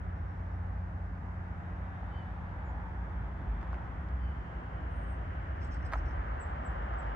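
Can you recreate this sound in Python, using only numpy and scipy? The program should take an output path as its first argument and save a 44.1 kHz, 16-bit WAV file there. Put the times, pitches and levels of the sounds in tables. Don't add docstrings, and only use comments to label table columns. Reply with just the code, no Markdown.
import sys
import numpy as np
from scipy import signal
from scipy.fft import rfft, irfft, next_fast_len
from scipy.io import wavfile
from scipy.ndimage import uniform_filter1d, map_coordinates

SR = 44100
rng = np.random.default_rng(int(sys.argv[2]) if len(sys.argv) > 2 else 0)


def put_to_file(sound):
    columns = np.atleast_2d(sound).T
    safe = np.clip(columns, -1, 1)
    whole_steps = np.round(safe * 32767)
    wavfile.write(sys.argv[1], SR, whole_steps.astype(np.int16))


N = 315315
TIME = np.arange(N) / SR
MIC_LAG_S = 0.00062


def undb(db):
    return 10 ** (np.asarray(db) / 20)


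def unit(x):
    return x / np.sqrt(np.mean(x ** 2))


def curves(table):
    times, *columns = np.transpose(table)
    return [np.interp(TIME, times, column) for column in columns]


def walk(rate_hz):
    hold = int(SR / rate_hz)
    steps = np.repeat(rng.standard_normal(N // hold + 1), hold)
    return 1.225 * uniform_filter1d(uniform_filter1d(steps, hold), hold)[:N]


def band(x, lo_hz, hi_hz, order=2):
    return signal.sosfilt(signal.butter(order, [lo_hz, hi_hz], "band", fs=SR, output="sos"), x)


def noise(spectrum):
    size = next_fast_len(N)
    hz, db = np.transpose(spectrum)
    octaves, points = np.log2(np.fft.rfftfreq(size, 1 / SR) + 1), np.log2(hz)
    beyond = np.abs(octaves - np.clip(octaves, points[0], points[-1]))
    gain = undb(np.interp(octaves, points, db) - 36 * beyond)
    return irfft(rfft(rng.standard_normal(size)) * gain, size) / np.sqrt(np.mean(gain ** 2))


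def narrowband(hz, width_hz):
    envelope = walk(width_hz) + 1j * walk(width_hz)
    carrier = np.exp(2j * np.pi * np.cumsum(hz) / SR)
    return unit(np.real(envelope * carrier))


def add(track, start_s, x):
    i = int(start_s * SR)
    track[i:i + len(x)] += x[:N - i]


def glides(notes, trill_hz, trill, rough, turn=.5, partials=((1, 0),)):
    track = np.zeros(N)
    flutter = trill * np.sin(2 * np.pi * trill_hz * TIME) + rough * walk(700)
    for start_s, length_s, start_hz, turn_hz, end_hz, db in notes:
        progress = np.linspace(0, 1, int(length_s * SR))
        hz = np.interp(progress, [0, turn, 1], [start_hz, turn_hz, end_hz])
        hz = uniform_filter1d(hz, len(hz) // 5, mode="nearest")
        deviation = flutter.take(int(start_s * SR) + np.arange(len(hz)), mode="clip")
        phase = 2 * np.pi * np.cumsum(hz * (1 + deviation)) / SR
        tone = sum(undb(partial_db) * np.sin(k * phase) for k, partial_db in partials)
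        add(track, start_s, np.sqrt(2) * undb(db) * np.sin(np.pi * progress) * tone)
    return track


def diffuse(spectrum):
    size = next_fast_len(N)
    coherence = .985 * np.sinc(2 * np.fft.rfftfreq(size, 1 / SR) * MIC_LAG_S)
    mid = irfft(rfft(noise(spectrum)) * np.sqrt((1 + coherence) / 2), size)[:N]
    side = irfft(rfft(noise(spectrum)) * np.sqrt((1 - coherence) / 2), size)[:N]
    return np.array([mid + side, mid - side])


def arrive(x, degrees):
    lag = MIC_LAG_S * SR * np.sin(np.radians(degrees)) / 2
    return np.array([map_coordinates(x, [np.arange(N) - sign * lag], order=3, mode="nearest")
                     for sign in (1, -1)])


def scatter(x, t60_s, wet_db):
    t = TIME[:SR // 2]
    tail = rng.standard_normal((2, len(t))) * undb(-60 * t / t60_s)
    tail /= np.sqrt(np.sum(tail ** 2, axis=1, keepdims=True))
    return undb(wet_db) * signal.fftconvolve(x[None], tail, axes=1)[:, :N]


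# t/s, bearing/degrees
ROAD_BEARING = [(0, 34), (1.2, 16), (2.5, -2), (3.6, -26), (4.7, -50), (6, -72), (7.15, -88)]

def road_bearing():
    return curves(ROAD_BEARING)[0]


# f/Hz, relative density/dB
TOWN_SPECTRUM = [(80, -5.5), (110, 5.5), (150, -3.5), (220, -5.5), (300, -10), (400, -18), (900, -24),
                 (1700, -21), (2500, -47), (4000, -48.5), (5500, -49), (7500, -53.5), (9500, -61),
                 (15000, -67)]

def town(level_db=-48, waver_db=.4):
    return diffuse(TOWN_SPECTRUM) * undb(level_db + waver_db * walk(3))


# t/s, level/dB
WHINE_LEVEL = [(0, -104), (.9, -98), (1.45, -95), (1.65, -88), (2.2, -91), (2.55, -97), (2.8, -115)]

def whine(hz=3745, width_hz=50, flutter_db=3):
    db, = curves(WHINE_LEVEL)
    gain = undb(db + flutter_db * walk(30))
    return scatter(narrowband(np.full(N, hz), width_hz) * gain, t60_s=.2, wet_db=0)


# t/s, centre f/Hz, relative level/dB
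CHORUS_BAND = [(0, 3080, -91.5), (1.3, 3000, -98.5), (1.65, 3350, -95), (2, 3410, -77), (2.7, 3340, -84),
               (3.3, 3290, -76.5), (4, 3204, -77), (4.6, 2933, -70), (5.6, 2823, -71.5), (6.3, 2855, -74),
               (7.15, 2900, -65.5)]

def far_chorus(width_hz=850, trim_db=-1, shimmer_db=1.2):
    hz, db = curves(CHORUS_BAND)
    gain = undb(db + trim_db + shimmer_db * walk(14))
    return np.array([narrowband(hz, width_hz), narrowband(hz, width_hz)]) * gain


# t/s, duration/s, fundamental's start f/Hz, turning f/Hz, end f/Hz, level/dB
WATERBIRD_CALLS = [(2.108, .145, 1515, 1538, 1455, -66), (4.185, .16, 1545, 1540, 1425, -67.5)]

def waterbird(third_db=-18):
    calls = glides(WATERBIRD_CALLS, trill_hz=60, trill=.002, rough=.0032,
                   partials=[(2, 0), (3, third_db)])
    return arrive(calls, road_bearing()) + scatter(calls, t60_s=.69, wet_db=-6.5)


# t/s, duration/s, start f/Hz, turning f/Hz, end f/Hz, relative level/dB
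WHISTLES = [(.04, .6, 5520, 5550, 5620, -88.5), (2.64, .085, 7300, 7050, 6650, -80),
            (4.87, .22, 9120, 8880, 8620, -82), (5.03, .14, 8700, 8580, 8480, -78.5)]
BUZZY_CALLS = [(6.396, 0.051, 6800, 8060, 7300, -61.5), (6.644, 0.045, 7050, 8130, 7100, -66.5),
               (6.977, 0.042, 7300, 7870, 7340, -70)]
SYLLABLES = [(5.607, .038, 5050, 5250, 5550, -73), (5.611, .022, 5600, 6100, 6450, -79),
             (5.627, .02, 2950, 3150, 3500, -69), (5.641, .017, 7100, 7950, 8300, -73),
             (5.645, .02, 4750, 4950, 5300, -76), (5.663, .014, 6800, 7150, 7400, -80),
             (5.706, .028, 5500, 6200, 6550, -75), (5.714, .03, 5150, 5350, 5750, -70.5),
             (5.733, .014, 2800, 3100, 3450, -68), (5.738, .015, 7100, 7800, 8100, -75),
             (5.745, .022, 4900, 5050, 5300, -76), (5.82, .018, 5000, 5500, 5800, -75),
             (5.845, .012, 5200, 5700, 6700, -74), (5.853, .02, 7600, 8000, 7750, -74),
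             (5.856, .014, 4650, 4900, 5150, -68.5), (5.94, .022, 6000, 6350, 6500, -74),
             (5.966, .014, 7400, 7900, 8100, -79), (5.973, .023, 5100, 5400, 6700, -72),
             (6.052, .022, 5200, 5700, 6300, -76), (6.076, .022, 5000, 5700, 7000, -74),
             (6.102, .018, 4900, 5250, 6600, -76)]

def songbirds(rasp_db=-3, rasp_top_db=-16):
    whistles = glides(WHISTLES, trill_hz=119, trill=.003, rough=.008, turn=.3)
    whistles *= undb(2.5 * walk(45))
    clear = whistles + glides(BUZZY_CALLS, trill_hz=211, trill=.011, rough=.011, turn=.27)
    twitter = glides(SYLLABLES, trill_hz=323, trill=.01, rough=.024,
                     partials=[(1, 2), (.5, -2), (1.5, -21)])
    envelope = np.sqrt(np.abs(uniform_filter1d(twitter ** 2, size=1200)))
    rasp = undb(rasp_db) * unit(band(rng.standard_normal(N), 4200, 5900))
    rasp_top = undb(rasp_top_db) * unit(band(rng.standard_normal(N), 8000, 12000, order=3))
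    twitter += envelope * rasp
    echoes = scatter(clear, t60_s=.3, wet_db=-9) + scatter(twitter, t60_s=.3, wet_db=-6)
    return arrive(clear + twitter + envelope * rasp_top, degrees=12.6) + echoes


def scuff(start_s=6.9, length_s=.24, level_db=-83, grain_db=6):
    swell = np.sin(np.pi * np.clip((TIME - start_s) / length_s, 0, 1))
    hiss = band(rng.standard_normal(N), 3000, 9000, order=1)
    grains = unit(hiss * undb(grain_db * walk(150)))
    return arrive(undb(level_db) * swell * grains, degrees=4.9)


# t/s, relative body peak/dB, mode frequency ratio, relative edge peak/dB
CRACKS = [(3.6135, -43, 1.3, -54), (3.6293, -34.5, 1.16, -53), (3.676, -46, 0.94, -59),
          (3.7304, -32, .92, -51.5), (3.7434, -38, 1.44, -54), (4.088, -45, 1.2, -55),
          (5.9205, -43, 1.5, -47), (5.924, -30.5, 1.05, -52), (5.9265, -29.5, 1.1, -43),
          (5.9315, -39, .95, -56), (5.935, -21, 1.15, -35.5), (5.9381, -27.5, 1.12, -50),
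          (5.9398, -28.5, 1.1, -52), (5.9555, -29, 0.92, -60), (5.958, -37, .9, -60),
          (6.938, -33, .95, -53), (7.028, -42, 1.1, -55), (7.07, -39, 0.96, -55)]
# f/Hz, bandwidth/Hz, relative level/dB
SOLE_MODES = [(720, 100, 11), (1020, 410, 17.5), (1350, 240, 5)]

def grit(crush_db=-29, crush_s=.0083, crumb_db=-15, crumb_within_s=.01, pan_db=-2):
    t = TIME[:SR // 20]
    track = np.zeros(N)
    for start_s, body_db, ratio, edge_db in CRACKS:
        force = (t == 0) + undb(crush_db) * rng.standard_normal(len(t)) * np.exp(-t / crush_s)
        for delay_s in rng.uniform(0, crumb_within_s, 2):
            force[int(delay_s * SR)] += undb(crumb_db)
        body = sum(undb(db) * band(force, ratio * (hz - width / 2), ratio * (hz + width / 2), order=1)
                   for hz, width, db in SOLE_MODES)
        body = band(body, 420, 1800 * ratio, order=5)
        edge = band(force, 2200, 4400, order=1)
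        edge = band(edge, 1500, 14000, order=1)
        add(track, start_s, undb(body_db) * body / np.abs(body).max())
        add(track, start_s, undb(edge_db) * edge / np.abs(edge).max())
    balance = undb([[pan_db / 2], [-pan_db / 2]])
    return arrive(track, degrees=5.3) * balance + scatter(track, t60_s=.08, wet_db=-13)


# t/s, firing tone level/dB, octave level/dB
IDLE_LEVELS = [(0, -41.5, -53.5), (.6, -39.5, -52), (2.2, -45.5, -51.5), (4.4, -53, -54.5),
               (5.3, -45, -55.5), (6.1, -51, -58.5), (7.15, -54.5, -62)]

def idling_engine(firing_hz=88.86, creep_hz_per_s=.1015, wobble=.004,
                  fan_hz=153.3, fan_db=-57, whine_hz=544, whine_db=-73):
    firing_db, octave_db = curves(IDLE_LEVELS)
    hz = (firing_hz + creep_hz_per_s * TIME) * (1 + wobble * walk(8.3))
    firings = np.cumsum(hz) / SR
    drift_cycles = .093 * walk(3)
    partials = [(firings, firing_db), (2 * firings, octave_db),
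                (fan_hz * TIME + drift_cycles, fan_db), (whine_hz * TIME + 4 * drift_cycles, whine_db)]
    return np.sqrt(2) * sum(np.sin(2 * np.pi * cycles) * undb(db) for cycles, db in partials)


# t/s, level/dB
DRONE_LEVEL = [(0, -63), (1.5, -70), (2.7, -66.5), (3.1, -59.5), (3.5, -55.5), (4.1, -61), (4.7, -58),
               (5.5, -57.5), (6.05, -55.5), (6.5, -63), (7.15, -68.5)]
# f/Hz, relative density/dB
DRONE_SPECTRUM = [(215, -3.5), (270, -0.5), (350, -1.5), (430, -6.5)]

def engine_drone():
    db, = curves(DRONE_LEVEL)
    return diffuse(DRONE_SPECTRUM) * undb(db)


# t/s, level/dB
RUMBLE_LEVEL = [(0, -39.5), (.7, -40.5), (1.5, -41.5), (2.5, -39.5), (3.4, -38.5), (4.6, -40), (5.5, -38),
                (6, -34), (6.5, -39), (7.15, -38.5)]
# f/Hz, relative density/dB
RUMBLE_SPECTRUM = [(33, -37), (42, -13), (50, -4.5), (58, 3.5), (68, -2.5), (82, -5), (100, -21),
                   (135, -28.5)]

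def traffic_rumble(low_cut_hz=36, steadiness=.36):
    db, = curves(RUMBLE_LEVEL)
    deep = diffuse(RUMBLE_SPECTRUM)
    power = np.mean(deep ** 2, axis=0)
    power = uniform_filter1d(uniform_filter1d(power, size=3000), size=3000)
    throb = unit(deep / power ** (steadiness / 2)) * undb(db)
    high_pass = signal.butter(4, low_cut_hz, "high", fs=SR, output="sos")
    return signal.sosfiltfilt(high_pass, throb, padtype=None)


# t/s, duration/s, nominal start f/Hz, nominal end f/Hz, level/dB
EXHAUST_BOOMS = [(3.467, 0.12, 54, 56, -30.5), (3.594, 0.45, 58.7, 61.6, -38), (4.029, 0.49, 61.9, 65, -36),
                 (4.858, 0.33, 55.2, 58.5, -41), (5.988, 0.092, 56.5, 55.5, -30.5),
                 (6.163, 0.078, 55.4, 55.2, -32.5), (6.502, 0.87, 52.9, 50.2, -40)]

def lorries(detune=.98):
    notes = [(start_s, length_s, start_hz, (start_hz + end_hz) / 2, end_hz, db)
             for start_s, length_s, start_hz, end_hz, db in EXHAUST_BOOMS]
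    return glides(notes, trill_hz=25, trill=.015, rough=.049, partials=[(detune, 0)])


# t/s, centre f/Hz, level/dB
TREAD_TONE = [(0, 830, -67), (.7, 850, -60.5), (1.05, 830, -73.5), (1.55, 815, -63), (2.15, 835, -58.5),
              (2.45, 855, -59.5), (2.85, 890, -56), (3.4, 882.4, -62.5), (3.75, 850, -57.5),
              (4.2, 780, -66), (5.2, 660, -55.5), (6, 645, -68), (6.5, 680, -64), (7.15, 760, -51.5)]

def car(width_hz=340):
    hz, db = curves(TREAD_TONE)
    tread = narrowband(hz, width_hz) * undb(db)
    return arrive(tread, road_bearing()) + scatter(tread, t60_s=.37, wet_db=-3)


# t/s, relative roar level/dB, relative hiss level/dB
TYRE_LEVELS = [(0, -52.5, -57.5), (0.6, -53, -59), (1.2, -54.5, -58.5), (1.7, -53.5, -56.5),
               (2.2, -52.5, -56), (2.8, -51, -55), (3.3, -52.5, -56), (3.75, -50.5, -55), (4.3, -52, -55),
               (4.8, -49, -54.5), (5.3, -50.5, -52.5), (5.75, -50, -52.5), (6.2, -45.5, -50.5),
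               (6.7, -44, -51), (7.12, -43.5, -50)]
# f/Hz, relative density/dB
TYRE_SPECTRUM = [(200, -10), (420, -8.5), (620, -2.5), (820, 0), (1100, -1.5), (1600, -3), (1950, -7),
                 (2400, -16), (3200, -25), (4000, -35.5), (6000, -45.5), (12000, -62)]
# bearing offset/degrees, relative level/dB
ROAD_STRETCHES = [(-24.5, -6), (0, -4), (26.5, -2.5)]

def road(roar_trim_db=-1, echo_db=-1, waver_db=1, split_hz=1150):
    roar_db, hiss_db = curves(TYRE_LEVELS)
    tyres = undb(echo_db) * diffuse(TYRE_SPECTRUM)
    for offset, db in ROAD_STRETCHES:
        stretch = noise(TYRE_SPECTRUM)[:N] * undb(db + waver_db * walk(3.9))
        tyres += arrive(stretch, road_bearing() + offset)
    roar = signal.sosfiltfilt(signal.butter(3, split_hz, fs=SR, output="sos"), tyres)
    hiss = tyres - roar
    return unit(roar) * undb(roar_db + roar_trim_db) + unit(hiss) * undb(hiss_db)


def scene():
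    traffic = road() + car() + engine_drone() + traffic_rumble() + lorries()
    surroundings = town() + idling_engine() + whine()
    birds = songbirds() + far_chorus() + waterbird()
    return traffic + surroundings + birds + grit() + scuff()


def record(dry):
    return signal.sosfilt(signal.ellip(8, .2, 70, 15300, fs=SR, output="sos"), dry)


dry = scene()
out = record(dry)
put_to_file(out)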